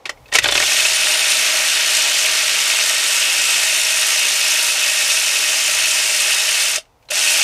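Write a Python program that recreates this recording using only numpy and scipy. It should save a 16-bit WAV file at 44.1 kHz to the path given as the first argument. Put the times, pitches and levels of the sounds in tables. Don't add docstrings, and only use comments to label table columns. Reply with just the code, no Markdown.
import sys
import numpy as np
from scipy import signal
from scipy.io import wavfile

SR = 44100
rng = np.random.default_rng(int(sys.argv[2]) if len(sys.argv) > 2 else 0)


def bounce(signal):
    frames = np.transpose(np.atleast_2d(signal))
    limited = np.clip(frames, -1, 1)
    pcm = np.round(limited * 32767).astype(np.int16)
    wavfile.write(sys.argv[1], SR, pcm)


N = 327663
T = np.arange(N) / SR

# t/s, speed/(turns a second)
CRANK_SPEED = [(.3, 18), (.45, 23), (.55, 36), (.62, 45), (.72, 52.4), (.8, 54.5), (1.3, 55.05),
               (2.2, 55.25), (3.5, 55.38), (4.7, 55.33), (5.5, 55.25), (6.62, 55.22), (6.8, 45), (7.08, 35),
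               (7.16, 48), (7.28, 54.5), (7.43, 55.3)]
# place/turns, level into the head/dB, level into the treble/dB
TURN_BLOWS = [(.2, 3, -2), (.46, 0.1, -5), (.68, -1.5, -14), (.92, -1.5, 3.5), (.05, -12, -1.5)]


def gain_of(db):
    return 10 ** (np.asarray(db) / 20)


def evened(x):
    return x / np.sqrt(np.mean(x ** 2) + 1e-20)


def curve(rows, column=1):
    rows = np.asarray(rows)
    return np.interp(T, rows[:, 0], rows[:, column])


def wander(per_s):
    points = rng.standard_normal(round(N / SR * 60) + 2)
    smooth = signal.filtfilt(*signal.butter(2, np.clip(per_s / 30, .01, .9)), points)
    return np.interp(T * 60, np.arange(len(points)), evened(smooth))


def colour(x, points):
    f, db = np.transpose(points)
    log_hz = np.log(np.fft.rfftfreq(8192, 1 / SR) + 1)
    log_gain = np.interp(log_hz, np.log(f + 1), db) * np.log(10) / 20
    mirrored = np.r_[log_gain, log_gain[-2:0:-1]]
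    phase = -signal.hilbert(mirrored).imag
    taps = np.fft.ifft(np.exp(mirrored + 1j * phase)).real[:4096]
    return signal.oaconvolve(x, taps)[:len(x)]


def ring(strength, hz, width):
    r = np.exp(-np.pi * width / SR)
    resonator = [1, 0, -1], [1, -2 * r * np.cos(2 * np.pi * hz / SR), r * r]
    ringing = signal.lfilter(*resonator, strength * rng.standard_normal(N))
    return ringing / np.linalg.norm(signal.lfilter(*resonator, signal.unit_impulse(4096)))


def workshop():
    # f/Hz, level/dB
    hiss_colour = [(150, -21), (250, -6), (315, -8), (360, -11.5), (501, -1.5), (544, -4), (850, -2.5),
                   (1760, -18), (1910, -15), (3890, -23), (5070, -23.5), (6080, -24.5), (13000, -42)]
    rumble_colour = [(15, -24), (30, 8.5), (55, 7.5), (130, 7.5), (250, -24)]
    # t/s, level/dB
    hiss_volume = [(.7, -50.5), (7.43, -59.5)]
    # t/s, level/dB
    bump_peaks = [(.13, -60), (.37, -48.5), (.49, -38), (.98, -57), (1.88, -63), (3.72, -63), (5.75, -57),
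                  (6.4, -67)]
    rise_s, fade_s = .088, .11
    hiss = gain_of(curve(hiss_volume)) * evened(colour(rng.standard_normal(N), hiss_colour))
    bumps = sum(gain_of(db) * np.exp(-abs(T - s) / np.where(T < s, rise_s, fade_s))
                for s, db in bump_peaks)
    rumble_level = gain_of(-61 + 1.9 * wander(4)) + bumps
    return hiss + rumble_level * evened(colour(rng.standard_normal(N), rumble_colour))


def engine_bay(x):
    echoes = np.zeros(SR // 2)
    at = np.arange(100, len(echoes) - 20, 20)
    echoes[at + rng.integers(0, 20, len(at))] = rng.choice([-1., 1.], len(at))
    t = np.arange(len(echoes)) / SR
    echoes *= gain_of(-60 * t / .094) + gain_of(-41 - 60 * t / .7)
    dull = signal.lfilter(*signal.butter(1, 6000, fs=SR), x)
    return signal.oaconvolve(dull, echoes / np.linalg.norm(echoes))[:N]


def gear_tones(turns):
    # multiple of the crank speed, relative level/dB
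    partials = [(1, -49), (3, -45.5), (4, -49), (5, -41.5), (17 / 3, -40), (6, -41), (8, -38.5), (15, -34),
                (17, -29)]
    shaky = turns + .004 * wander(14)
    tones = sum(gain_of(db + 3 * wander(6)) * np.sqrt(2) * np.sin(2 * np.pi * (k * shaky + rng.random()))
                for k, db in partials)
    return np.clip((curve(CRANK_SPEED) - 30) / 12, 0, 1) * tones


def case_hum(shaking, full_hz=638, width_hz=62):
    pitch = full_hz * np.clip(curve(CRANK_SPEED) / 45, .88, 1)
    puffs = shaking * (rng.standard_normal(N) + 1j * rng.standard_normal(N))
    narrow = signal.lfilter(*signal.butter(2, width_hz / 2, fs=SR), puffs)
    return evened((narrow * np.exp(2j * np.pi * np.cumsum(pitch) / SR)).real)


def thin_rings(level, shake):
    # f/Hz, width/Hz
    notes = [(8100, 260), (9005, 90), (9180, 110)]
    # t/s, then a relative level/dB for each note
    strengths = [(.6, -27, -29, -28.5), (1.0, -34, -30, -9), (1.6, -29, -28, -13.5), (2.0, -30, -40, -37),
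                 (2.6, -12.5, -28, -33.5), (3.6, -8, -16, -35), (3.9, -29, -10.5, -33),
                 (5.0, -25, -13.5, -31), (6.7, -19.5, -9, -30), (7.43, -21, -11, -28)]
    return sum(gain_of(curve(strengths, k + 1) + 3 * wander(20)) * ring(level * shake(), hz, width)
               for k, (hz, width) in enumerate(notes))


def socket_ring(level, shake):
    # f/Hz, width/Hz, relative level/dB
    notes = [(2582, 70, -3.5), (2750, 130, -3.5)]
    return sum(gain_of(db) * ring(level * shake(steady=.5), hz, width) for hz, width, db in notes)


def steel(shaking, sway_db=0.):
    edges = [100, 1100, 2200, 3300, 4700, 6800, 9500, 16000]
    # f/Hz, level/dB
    head_colour = [(120, -41), (200, -29), (315, -25.5), (392, -19.5), (629, -6.5), (728, -13), (939, -8),
                   (1030, -13), (1350, -6.5), (2650, 2.5), (4030, -3), (5480, 1), (8960, -3.5),
                   (13600, -15.5), (15500, -31.5)]
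    # f/Hz, width/Hz, relative level/dB
    notes = [(1330, 50, -27), (1900, 200, -19), (3060, 65, -19), (3585, 65, -19), (3760, 70, -18),
             (4245, 70, -21), (4378, 65, -21), (5010, 90, -20), (5550, 260, -15), (6350, 280, -15),
             (6990, 100, -19), (10400, 350, -23), (11550, 280, -25), (13430, 250, -27), (14450, 450, -32)]
    noise = sum(signal.sosfilt(signal.butter(2, band, "band", fs=SR, output="sos"),
                               shaking(np.mean(band)) * rng.standard_normal(N))
                for band in zip(edges, edges[1:]))
    sound = colour(noise, head_colour) / np.linalg.norm(colour(signal.unit_impulse(4096), head_colour))
    for hz, width, db in notes:
        sway = sway_db * wander(3.3)
        sound += gain_of(db + sway) * ring(shaking(hz), hz, width)
    return sound


def knocks():
    # ping/dB, treble/dB, thump/dB
    hits = [(0.0542, -19, 2230, 0.078, 1, -9, 2), (0.0924, -16.5, 1950, 0.043, 4, -1, 10),
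            (0.173, -47.5, 2160, 0.042, 6, -10, 0), (0.2570, -39, 2570, .045, 3, -17, -5),
            (0.280, -43, 4500, .05, -3, -2, -6), (0.286, -42, 1850, 0.056, -1, -15, 10),
            (0.3245, -17, 1880, 0.038, 5.5, -3, 5), (0.336, -14.5, 3020, 0.064, -2, 3, -4),
            (0.346, -11, 2200, 0.081, -1, -10, 0), (0.352, -4.5, 2260, 0.083, 2, -2, -1),
            (0.385, 1, 1960, 0.031, -2.5, -2.5, -10), (0.441, -8.5, 3520, 0.053, 1.5, -13, 5),
            (0.4566, -8, 1607, 0.05, -0.5, -13, 8), (0.4855, -6.5, 3560, 0.055, 0, -13, 1),
            (0.5216, -6.5, 3460, 0.032, 1.5, -2, 7), (0.5506, -7.5, 3390, 0.07, -1, -5, 5),
            (0.576, -4.5, 2550, 0.035, -3, -9, -2), (0.6, -8, 1850, 0.029, 1, 1, 6),
            (0.624, -12, 2220, 0.11, 5, -2, 1), (0.721, -15, 2500, 0.037, 6, -6, 4),
            (0.7424, -19.5, 3000, 0.036, 0, -9, 5), (0.7972, -10, 2580, 0.023, 3, -7, -6),
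            (0.85, -5.5, 2580, 0.024, 1.5, -3, -3), (6.757, -12, 2550, .034, 0.5, 7, -15),
            (6.78, -19, 636, 0.036, 0.5, 3, -1), (6.8514, -49, 2270, .048, -4, -8, 3),
            (7.0247, -50, 2350, .058, 0, -6, 7), (7.0524, -54, 2270, .05, -6, 0, 0),
            (7.0863, -35, 4080, 0.092, 4, -6, 4), (7.116, -13.5, 2720, .025, 1, -6, 3),
            (7.136, -19, 3000, 0.033, 0, -6, -8), (7.166, -18, 2720, .045, 2, -8, -5)]
    knock_rise_s, ping_rise_s, ping_fade_s = .0024, .0017, .03
    drive, bright, thump, pings = np.zeros((4, N + SR))
    t = np.arange(SR // 8) / SR
    for s, db, hz, fade_s, ping_db, treble_db, thump_db in hits:
        at = slice(round(s * SR), round(s * SR) + len(t))
        burst = gain_of(db - 60 * t / fade_s) * np.minimum(t / knock_rise_s, 1)
        drive[at] += burst
        bright[at] += gain_of(treble_db) * burst
        thump[at] += gain_of(thump_db) * burst
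        ping_level = gain_of(db + ping_db - 60 * t / ping_fade_s) * np.minimum(t / ping_rise_s, 1)
        pings[at] += ping_level * np.sin(2 * np.pi * hz * t)
    thump_noise = thump[:N] * rng.standard_normal(N)
    block = signal.lfilter(*signal.butter(2, [380, 1500], "band", fs=SR), thump_noise)
    clack = steel(lambda hz: drive[:N] if hz < 4700 else bright[:N])
    dull = signal.lfilter(*signal.butter(1, 7000, fs=SR), clack)
    return dull + block + pings[:N]


def rattle(turns, late, size_db, column, fade_s, rise_s, teeth_db, steady):
    blows = np.array(TURN_BLOWS)
    blow_turns = np.arange(len(late))[:, None] + blows[:, 0] + late
    at = np.interp(blow_turns, turns, np.arange(N)).astype(int)
    uneven_db = size_db + 3 * np.clip(rng.standard_normal(late.shape), -2, 2)
    hits = np.zeros(N)
    np.add.at(hits, at.ravel(), gain_of(blows[:, column] + uneven_db).ravel())
    tooth_place, tooth_force = rng.random((round(600 * N / SR), 2)).T
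    hits[(tooth_place * N).astype(int)] += gain_of(teeth_db + 13.5 * tooth_force ** 3)
    for seconds in (fade_s, rise_s):
        hits = signal.lfilter([1], [1, -np.exp(-1 / (seconds * SR))], hits)
    return evened(evened(hits) + steady)


def motor_on(rise_s=.0063, fade_db_per_s=602):
    # start/s, stop/s
    runs = [(0.316, 0.38), (.416, 6.775), (7.1, 7.6)]
    return sum(np.clip((T - on) / rise_s, 0, 1) * gain_of(-np.clip(fade_db_per_s * (T - off), 0, 150))
               for on, off in runs)


def ratchet():
    # treble/dB, socket/dB, case hum/dB
    loosening = [(.42, -17, -3, -14, -16), (.46, -15, -2.5, -14, -12), (.55, -16, -2.5, -12, -8),
                 (.64, -17, -0.5, -17, -22), (.9, -17.5, -2.5, -8, -24), (1.3, -17.5, -3, -11, -21),
                 (2.2, -17.5, -2.5, -17, -25.5), (3., -18.5, -2, -9.5, -26.5), (4., -19, -1, -6.5, -27),
                 (5.5, -19.5, -.5, -7, -27.5), (6.3, -19.5, -0.5, -6.5, -24.5),
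                 (6.74, -19.5, -0.5, -9, -24), (6.79, -23, -2.5, -10, -10), (7.1, -21.5, 2, -11, -12),
                 (7.132, -22, 3, -8, -5.5), (7.175, -18, 0, -2.5, -24), (7.43, -19, 0, -4, -23)]
    speed, full_speed = curve(CRANK_SPEED), 55.3
    turns = np.cumsum(speed) / SR + .2973
    slow = np.maximum(1 - speed / full_speed, 0)
    level = motor_on() * gain_of(curve(loosening) - 13 * slow + .3 * wander(8))
    dip_db = -7 - 15.5 * np.cos(2 * np.pi * (turns - .09))
    treble_level = level * gain_of(curve(loosening, 2) + dip_db * slow + .5 * wander(9))
    socket_level = level * gain_of(curve(loosening, 3) + 2.2 * wander(18))
    case_level = level * gain_of(curve(loosening, 4) + .89 * wander(6.1))
    chance = np.clip(rng.standard_normal((int(turns[-1]) + 1, len(TURN_BLOWS), 2)), -2, 2)
    late, size_db = .018 * chance[..., 0], 2.2 * chance[..., 1]

    def low_shake(steady=1.):
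        return rattle(turns, late, size_db, 1, fade_s=.0013, rise_s=.0003, teeth_db=-10, steady=steady)

    def high_shake():
        return rattle(turns, late, size_db, 2, fade_s=.0018, rise_s=.0006, teeth_db=-8, steady=1.03)

    head = steel(lambda hz: level * low_shake() if hz < 4700 else treble_level * high_shake(), sway_db=2)
    socket = socket_ring(socket_level, low_shake)
    thin = thin_rings(treble_level, high_shake)
    hum = case_level * case_hum(low_shake())
    return gain_of(1.5) * head + socket + thin + hum + level * gear_tones(turns)


def scene():
    tool = ratchet() + knocks()
    return (tool + gain_of(-10) * engine_bay(tool) + workshop())[None]


def record(dry):
    top_hz = 15620
    low_pass = signal.firwin(511, top_hz, window=("kaiser", 9), fs=SR)
    return signal.oaconvolve(np.clip(dry, -1, 1), low_pass[None], "same")


dry = scene()
out = record(dry)
bounce(out)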